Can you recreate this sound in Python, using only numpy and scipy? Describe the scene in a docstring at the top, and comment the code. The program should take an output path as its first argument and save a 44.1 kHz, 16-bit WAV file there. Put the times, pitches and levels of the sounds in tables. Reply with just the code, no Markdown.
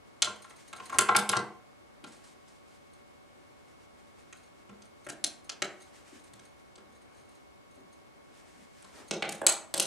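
"""A small quiet room, a handheld camera facing a wooden chest of drawers with a wall close behind it.
On the chest a pet bird grabs, nibbles, swings and drops a thin paintbrush. Each contact is a short crack
that rings the handle and the hollow top; at the end the brush clatters on the floor. The wall repeats
every hit and the room adds a short tail. Underneath lie faint rustle and the camera's hiss and whine."""
import sys
import numpy as np
from scipy import signal
from scipy.fft import rfft, irfft, next_fast_len
from scipy.io import wavfile

SR = 44100
rng = np.random.default_rng(int(sys.argv[2]) if len(sys.argv) > 2 else 0)


def dump_mix(stems):
    """Bounce the given channels to the path in sys.argv[1] as a 16-bit WAV at rate SR."""
    frames = np.atleast_2d(stems).T  # one column per channel
    limited = np.clip(frames, -1, 1)  # hard clip at full scale
    pcm = np.round(limited * 32767).astype(np.int16)
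    wavfile.write(sys.argv[1], SR, pcm)


N = 434826
FFT_SIZE = next_fast_len(N + SR)
FFT_HZ = np.fft.rfftfreq(FFT_SIZE, 1 / SR)


def amp(db):
    """Decibels to gain."""
    return 10 ** (np.asarray(db) / 20)


def at_hz(points, hz):
    """Read a (Hz, value) table on a log frequency axis."""
    p = np.array(points, float)
    return np.interp(np.log(np.maximum(hz, 1)), np.log(p[:, 0]), p[:, 1])


def coloured(spectrum):
    """Noise of a given spectrum, rms 1."""
    white = rfft(rng.standard_normal(FFT_SIZE))
    noise = irfft(white * amp(at_hz(spectrum, FFT_HZ)), FFT_SIZE)[:N]
    return noise / noise.std()


def drift(rate):
    """A random wander through `rate` points a second, each of spread 1."""
    return np.interp(np.arange(N) / SR * rate, np.arange(1000), rng.standard_normal(1000))


def stereo(mid, side):
    """Mid and side to left and right."""
    return np.array([mid + side, mid - side])


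# The microphone's own hiss, mid and side. Each row: frequency in Hz, relative level in dB.
HISS_MID = [(15, -44), (25, -4.5), (76, 10.5), (146, 4.5), (568, -4), (1010, -13), (1120, -4), (2040, -8.5),
            (2210, -13.5), (2670, -5), (9080, -14.5), (14400, -23.5), (16500, -46)]
HISS_SIDE = [(15, -44), (25, -19), (70, 0), (214, 3.5), (433, 3), (483, -4.5), (568, 0.5), (1250, -6.5),
             (5130, -22.5), (7300, -28.5), (9580, -23.5), (15200, -38.5), (16500, -63)]
# The camera motor, right at the microphone. Each row: frequency in Hz, rms level in dB.
MOTOR_TONES = [(576.0, -74), (753.7, -77.5), (1109, -74.5), (2186, -75), (2304, -88.5), (10691, -93)]

def camera():
    """Capsule hiss, strongest in the side signal, and thin wavering motor tones."""
    t = np.arange(N) / SR
    mid, side = amp(-68) * coloured(HISS_MID), amp(-57) * coloured(HISS_SIDE)
    for hz, level_db in MOTOR_TONES:
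        tone = np.sqrt(2) * amp(level_db + .6 * drift(3)) * np.sin(2 * np.pi * hz * t + drift(4))
        mid, side = mid + tone, side + .4 * tone
    return stereo(mid, side)


# Hand, sleeve and feathers, near the centre of the image. Each row: time in seconds, level in dB.
RUSTLE_LEVELS = [(0.0, -79), (0.401, -70), (0.568, -64), (0.8, -67.5), (0.97, -54.5), (1.1, -66),
                 (1.65, -79), (2.0, -80.5), (2.22, -69.5), (2.49, -76.5), (2.669, -70.5), (3.13, -81.5),
                 (3.89, -69.5), (4.59, -75), (5.04, -75.5), (5.75, -74), (5.84, -66), (5.95, -64),
                 (6.06, -63), (6.72, -77), (7.09, -74), (7.662, -81), (8.55, -69.5), (8.87, -63.5),
                 (9.0, -57.5), (9.08, -62), (9.2, -85)]
# Their bright rustle and low shuffle. Each row: frequency in Hz, relative level in dB.
RUSTLE_SPECTRUM = [(880, -21.5), (1500, -3), (2080, -3), (2440, -4.5), (3840, -7.5), (8570, -8),
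                   (12500, -22.5), (16000, -40)]
SHUFFLE_SPECTRUM = [(35, -38), (60, -2.5), (171, -6), (241, 3), (422, 1), (1060, -2), (2500, -13),
                    (3250, -42), (5500, -120)]

def movement():
    """Cloth and feathers rustle in patches, over a low shuffle that swells with the strongest moves."""
    rustle_db = np.interp(np.arange(N) / SR, *np.transpose(RUSTLE_LEVELS))
    rest_db, threshold_db = -64, -63.5
    shuffle_db = rest_db + 1.87 * np.maximum(rustle_db - threshold_db, 0)
    rustle_gain = amp(rustle_db + 4.4 * drift(25))
    rustle = stereo(coloured(RUSTLE_SPECTRUM), .57 * coloured(RUSTLE_SPECTRUM))
    shuffle_gain = amp(shuffle_db + .54 * drift(4.8) + .79 * drift(2.5))
    shuffle = stereo(coloured(SHUFFLE_SPECTRUM), .25 * coloured(SHUFFLE_SPECTRUM))
    return rustle_gain * rustle + shuffle_gain * shuffle


# The small room's decay. Each row: frequency in Hz, time to fall 60 dB (t60) in seconds.
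TAIL_T60 = [(100, 0.27), (400, 0.47), (1000, 0.49), (2800, 0.31), (7000, 0.32), (14000, 0.26)]
# Its colour. Each row: frequency in Hz, relative level in dB.
TAIL_COLOUR = [(100, -4), (200, 2), (400, 3), (1000, 3), (4000, -0.5), (12000, -5.5)]
# Its width at the microphone. Each row: frequency in Hz, side over mid in dB.
TAIL_WIDTH = [(100, -20), (500, -25.5), (2000, -7), (8000, -8.5), (15000, 8.5)]

def room_tail(t, tail_db, rise_s=.012):
    """Diffuse sound builds up, then dies away octave by octave."""
    mid, side = np.zeros((2, len(t)))
    for low in 70 * 2 ** np.arange(8):
        octave = signal.butter(2, [low, 2 * low], "band", fs=SR, output="sos")
        mid_noise, side_noise = signal.sosfilt(octave, rng.standard_normal((2, len(t))))
        hz = low * np.sqrt(2)
        decay = amp(at_hz(TAIL_COLOUR, hz) - 60 * t / at_hz(TAIL_T60, hz))
        mid += mid_noise * decay
        side += side_noise * decay * amp(at_hz(TAIL_WIDTH, hz))
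    rise = 1 - np.exp(-(t / rise_s) ** 6.7)
    return rise * stereo(mid, side) * amp(tail_db) / np.sqrt(np.sum((rise * mid) ** 2))


# Echoes from the chest's position and from the floor, the close wall first.
# Each row: delay in seconds, level in dB, smear in seconds.
CHEST_ECHOES = [(.0035, -1, 0.00016), (.0065, -15, 0.0029), (.024, -10, .004), (0.033, -16.5, 0.0048)]
FLOOR_ECHOES = [(.0035, -3, 0.00031), (0.024, -12.5, 0.0056), (0.029, -11.5, .005), (.054, -16.5, 0.012)]
# The microphone's response to sound from a distance. Each row: frequency in Hz, gain in dB.
MICROPHONE = [(20, -43), (90, -4.5), (120, 8), (3000, 4), (6000, 1), (8500, 5), (10500, -1.5), (12500, -8),
              (14000, -16), (16000, -28)]

def room(source, echoes, tail_db):
    """Direct sound, echoes smeared by rough walls and the diffuse tail reach the microphone."""
    t = np.arange(SR // 2) / SR
    response = room_tail(t, tail_db)
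    scattered = signal.butter(1, 610, "high", fs=SR)  # walls and furniture scatter little bass
    for delay, level_db, smear in echoes:
        shape = (t >= delay) * np.exp(-np.maximum(t - delay, 0) / smear)
        mid, side = signal.lfilter(*scattered, shape * rng.standard_normal((2, len(t))))
        response += amp(level_db) * stereo(mid, .36 * side) / np.sqrt(np.sum(mid ** 2))
    # The panels radiate their lows partly away from the microphone: half arrives directly.
    impulse = t == 0
    highs = signal.lfilter(*signal.butter(1, 900, "high", fs=SR), impulse)
    response += .5 * (impulse + highs)
    colour = amp(at_hz(MICROPHONE, FFT_HZ))
    return irfft(rfft(source, FFT_SIZE) * rfft(response, FFT_SIZE) * colour, FFT_SIZE)[:, :N]


def cracks(starts, levels_db, centres_hz, band_ratio, t60, spike):
    """The contact itself: a spike and a dying noise burst, in a band reaching band_ratio each way."""
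    length = 4000
    out, t = np.zeros(N + length), np.arange(length) / SR
    bursts = rng.standard_normal((len(starts), length)) * amp(-60 * t / t60)
    bursts[:, 0] = spike
    for i, level_db, hz, burst in zip(np.round(starts * SR).astype(int), levels_db, centres_hz, bursts):
        edges = [hz / band_ratio, min(hz * band_ratio, .45 * SR)]
        burst = signal.sosfilt(signal.butter(2, edges, "band", fs=SR, output="sos"), burst)
        power = np.sum(burst ** 2) / (t60 * SR / 14)  # mean power while it lasts
        out[i:i + length] += amp(level_db) * burst / np.sqrt(power)
    return out[:N]


# Bumps elsewhere in the room. Each row: start in seconds, level in dB, centre in Hz.
BUMPS = [(2.037, -47, 207), (2.967, -66, 400), (3.358, -64.5, 355.5), (6.127, -51, 276),
         (6.775, -58.5, 365), (7.776, -55, 317), (7.818, -57, 207), (8.589, -57, 196.3)]

def bumps():
    """Soft contacts, each a low, narrow-band thud."""
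    return cracks(*np.transpose(BUMPS), band_ratio=1.27, t60=.039, spike=6.3)


# Shuffling taps nearby. Each row: start in seconds, level in dB.
TAPS = [(2.0694, -62), (2.1194, -62), (2.239, -63.5), (2.2694, -68.5), (2.4794, -68)]

def taps(centre_hz=2500):
    """Light contacts, each a brighter, longer burst of broad noise."""
    return cracks(*np.transpose(TAPS), np.full(len(TAPS), centre_hz), band_ratio=4.2, t60=.26, spike=2.4)


# Beak or fingers scraping the handle, up on the chest. Each row: start in seconds, peak level in dB.
SCRAPES = [(0.357, -59), (0.42, -50), (0.4934, -51), (0.5596, -56), (0.6774, -52), (0.7614, -46.5),
           (0.853, -44.5), (0.927, -49), (0.947, -53), (2.163, -60), (2.9327, -61.5), (4.367, -57),
           (4.431, -61.5), (4.852, -61.5), (5.045, -59), (5.443, -56.5), (5.804, -58), (5.817, -54.5),
           (6.19, -61.5), (6.238, -58), (6.45, -56.5), (7.926, -60), (9.08, -51)]
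# The bird chewing the tip. Each row: start in seconds, end in seconds, level in dB.
CHEWS = [(6.897, 7.015, -67.5), (7.118, 7.349, -67), (7.691, 7.798, -67)]
# Resonances of the gripped handle. Each row: frequency in Hz, width in Hz, gain in dB.
GRIPPED_HANDLE = [(2020, 150, -0.5), (4150, 440, -1), (6430, 140, 4.5), (9000, 440, 2), (13150, 490, 0)]

def nibbles(scrape_s=.013, chew_gap_s=.03):
    """Grainy scrapes, sudden at the start and soft at the end, sound through the gripped handle."""
    t, envelope = np.arange(N) / SR, np.zeros(N)
    scrapes = list(SCRAPES)
    for start, end, level_db in CHEWS:  # a chew is an uneven run of faint scrapes
        for k, (lag, force) in enumerate(rng.random((10, 2))):
            if start + chew_gap_s * k < end:
                scrapes.append((start + chew_gap_s * (k + lag), level_db + 6 * (force - .5)))
    for start, level_db in scrapes:
        span = slice(round(start * SR), round((start + .15) * SR))
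        envelope[span] += amp(level_db) * np.exp(-(np.abs(t[span] - start) / scrape_s) ** 1.3)
    grains = envelope * rng.standard_normal(N) * rng.exponential(1, N) + 1e-18
    out = np.zeros(N)
    for k, (hz, width_hz, gain_db) in enumerate(GRIPPED_HANDLE):
        r, w = np.exp(-np.pi * width_hz / SR), 2 * np.pi * hz / SR
        resonance = np.array([1, 0, -1]) * (1 - r * r) / 2, [1, -2 * r * np.cos(w), r * r]
        out += (-1) ** k * amp(gain_db) * signal.lfilter(*resonance, grains)
    return out


def ring(starts, strength_db, modes, contact_hz, scatter_db):
    """Each blow rings every mode with a strength of its own; a soft contact dulls it above contact_hz."""
    onsets = np.round(starts * SR).astype(int)
    out, scatter = np.zeros(N), rng.standard_normal((len(starts), len(modes)))
    for k, (hz, level_db, t60) in enumerate(modes):
        clicks = np.full(N, 1e-18)
        clicks[onsets] = amp(strength_db + level_db + scatter_db * scatter[:, k])
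        r, w = amp(-60 / (t60 * SR)), 2 * np.pi * hz / SR
        out += (-1) ** k * signal.lfilter([0, np.sin(w)], [1, -2 * r * np.cos(w), r * r], clicks)
    return signal.sosfilt(signal.butter(2, contact_hz, fs=SR, output="sos"), out)


# Modes of the free brush handle. Each row: frequency in Hz, level in dB, t60 in seconds.
FREE_HANDLE = [(2180, -27.5, 0.035), (4060, -2, 0.018), (6290, 1.5, 0.04), (9590, 0.5, 0.013),
               (13400, -5, 0.013)]
# It rings less under the brightest cracks. Each row: crack centre in Hz, ring over crack in dB.
HANDLE_DRIVE = [(5000, -7), (9500, -18.5)]

def blows(hits, surface):
    """Two cracks, the struck surface (more low modes for a weightier blow) and the ringing handle."""
    starts, sharp_db, sharp_hz, dull_db, dull_hz, clack_db, weight_db = np.transpose(hits)
    boom, knock, clack = surface
    boom_db = clack_db + .5 + 1.9 * weight_db
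    handle_db = sharp_db + at_hz(HANDLE_DRIVE, sharp_hz)
    return (cracks(starts, sharp_db, sharp_hz, band_ratio=1.44, t60=.011, spike=2.5)
            + cracks(starts, dull_db, dull_hz, band_ratio=1.556, t60=.035, spike=6.2)
            + ring(starts, boom_db, boom, contact_hz=400, scatter_db=-4.7)
            + ring(starts, clack_db + weight_db, knock, contact_hz=600, scatter_db=3)
            + ring(starts, clack_db, clack, contact_hz=3500, scatter_db=3.5)
            + ring(starts, handle_db, FREE_HANDLE, contact_hz=15000, scatter_db=4.5))


# The floor's boom, knock and clack modes. Each row: frequency in Hz, level in dB, t60 in seconds.
FLOOR_MODES = ([(150, -6, 0.056), (207, -3, 0.079)], [(297, -3.5, 0.069), (351, -1, 0.064),
               (428, -2, 0.043), (546, -0.5, 0.071)], [(640, -3, 0.035), (815, -1.5, 0.029),
               (995, -2, 0.012), (1436, 3.5, 0.0079), (1660, -9, 0.021)])
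# The brush landing below the chest. Each row: start in seconds, sharp crack's level in dB and centre
# in Hz, dull crack's level in dB and centre in Hz, clack level in dB, weight (knock over clack) in dB.
FLOOR_HITS = [(9.1102, -30, 5700, -31, 3140, -36, 1.5), (9.2234, -74, 5000, -28.5, 2500, -32, -7.5),
              (9.2918, -32, 8100, -37.5, 3600, -52.5, 2.5), (9.3237, -33, 8600, -43, 2920, -49, -4),
              (9.416, -43, 8900, -49, 2200, -30.5, -7.5), (9.4659, -7, 7600, -20.5, 3780, -27.5, -15),
              (9.7403, -22.5, 8900, -30.5, 3620, -35, -6.5), (9.7777, -26, 9800, -33, 4600, -48.5, 3.5),
              (9.7986, -14.5, 8700, -22.5, 4200, -36.5, -6.5)]

def floor_clatter():
    """The dropped brush bounces, and the floor answers each bounce with a short knock."""
    return blows(FLOOR_HITS, FLOOR_MODES)


# The chest's hollow top and its rim. Groups and rows as in FLOOR_MODES.
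TOP_MODES = ([(99.6, -7.5, 0.43), (120.6, 0, 0.11), (207, -2.5, 0.33)], [(327.8, -10, 0.23),
             (400, 0.5, 0.036), (478, -2, 0.12)], [(613, -14, 0.09), (734.5, -9.5, 0.11),
             (828, -13.5, 0.086), (917, -10.5, .07), (1051, -4, 0.062), (1170, -4, 0.03),
             (1214, -10, 0.045), (1309, -6, 0.053), (1387, -5.5, 0.076), (1577, -8, 0.058),
             (2010, -11, 0.091), (2220, -15.5, 0.11)])
RIM_MODES = ([(127, -0.5, 0.13), (209.7, 0.5, 0.31)], [(296, 4, 0.072), (377, 9.5, 0.038), (453, 7, 0.044),
             (587, 7.5, 0.059)], [(687, -1.5, 0.067), (797, -0.5, 0.041), (976, 0, 0.019), (1310, 1, 0.02),
             (1578, 7.5, 0.016), (1870, 7, 0.011), (2305, -7.5, 0.061)])
# Contacts on top and rim, in front of the microphone. Rows as in FLOOR_HITS.
TOP_HITS = [(0.221, -20.5, 5660, -21.5, 3470, -37, -9.5), (0.27, -55, 5900, -48, 1950, -42, -4.5),
            (0.4444, -55, 6530, -57.5, 2160, -57, -18), (0.5059, -60.5, 6550, -55, 1980, -56.5, -10),
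            (0.7296, -45, 8860, -45.5, 2280, -49, -11), (0.7806, -71, 5440, -57, 2160, -55, -2),
            (0.7996, -58, 5040, -48.5, 2030, -54.5, -6), (0.897, -45, 8720, -47, 2200, -48.5, -19),
            (0.9244, -52, 7500, -55, 2000, -42, -20), (0.942, -47, 6480, -48, 2170, -41, -11),
            (0.9856, -12.5, 7800, -21.5, 3020, -28, -8.5), (1.0883, -49, 4400, -31, 2100, -23, -11.5),
            (1.1144, -70, 7320, -53, 1970, -60, 1), (1.1494, -56, 4500, -29, 2060, -23, -15),
            (1.164, -15, 9600, -25.5, 3400, -43.5, 1.5), (1.1894, -41, 6420, -35.5, 3260, -39, -8),
            (1.292, -20.5, 8100, -27, 3400, -36.5, -5), (1.3306, -59, 7400, -31, 2060, -31, -23),
            (1.3549, -47, 5150, -59, 2140, -39, -11), (1.3674, -33.5, 6750, -33, 3480, -32, -3.5),
            (2.041, -52, 8310, -48.5, 2800, -52.5, -6), (4.3268, -49.5, 6550, -51, 2120, -67.5, -5.5),
            (4.693, -63.5, 6680, -58.5, 1740, -61, 2.5), (4.8203, -57, 6100, -61.5, 3440, -76, -0.5),
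            (6.3352, -50.5, 8900, -58.5, 2790, -68.5, 0.5), (6.394, -55.5, 6200, -59.5, 2800, -67.5, 0),
            (6.756, -57.5, 6500, -59, 4150, -73.5, -3), (6.78, -61.5, 6300, -61.5, 2190, -66, -2),
            (8.8237, -52, 8250, -62.5, 2180, -70.5, 1.5), (8.845, -56, 6690, -61, 3280, -59, -5)]
RIM_HITS = [(5.066, -48, 9340, -50, 1820, -52.5, -3), (5.0883, -43, 8950, -45, 1890, -61, -1.5),
            (5.0976, -36, 8700, -43.5, 3960, -54, -5.5), (5.2411, -22, 6800, -28, 3960, -52, -5.5),
            (5.4943, -44, 7340, -35.5, 3900, -52.5, -15), (5.6205, -29, 5550, -31, 2100, -43.5, -5)]

def chest_knocks():
    """Brush, beak, claw or hand rings the hollow top, and the swung brush strikes the rim."""
    return blows(TOP_HITS, TOP_MODES) + blows(RIM_HITS, RIM_MODES)


def scene():
    """From the camera's position: all contacts sound in the room, over movement and camera noise."""
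    above_floor = room(chest_knocks() + nibbles() + bumps() + taps(), CHEST_ECHOES, tail_db=-8)
    on_floor = room(floor_clatter(), FLOOR_ECHOES, tail_db=-6.5)
    return above_floor + on_floor + movement() + camera()


def record(dry):
    """The recorder rounds off the peaks and cuts the highest treble steeply."""
    ceiling, cutoff_hz = .6, 16900
    rounded = ceiling * np.tanh(dry / ceiling)
    return signal.sosfilt(signal.cheby2(14, 60, cutoff_hz, fs=SR, output="sos"), rounded)


dry = scene()
out = record(dry)
dump_mix(out)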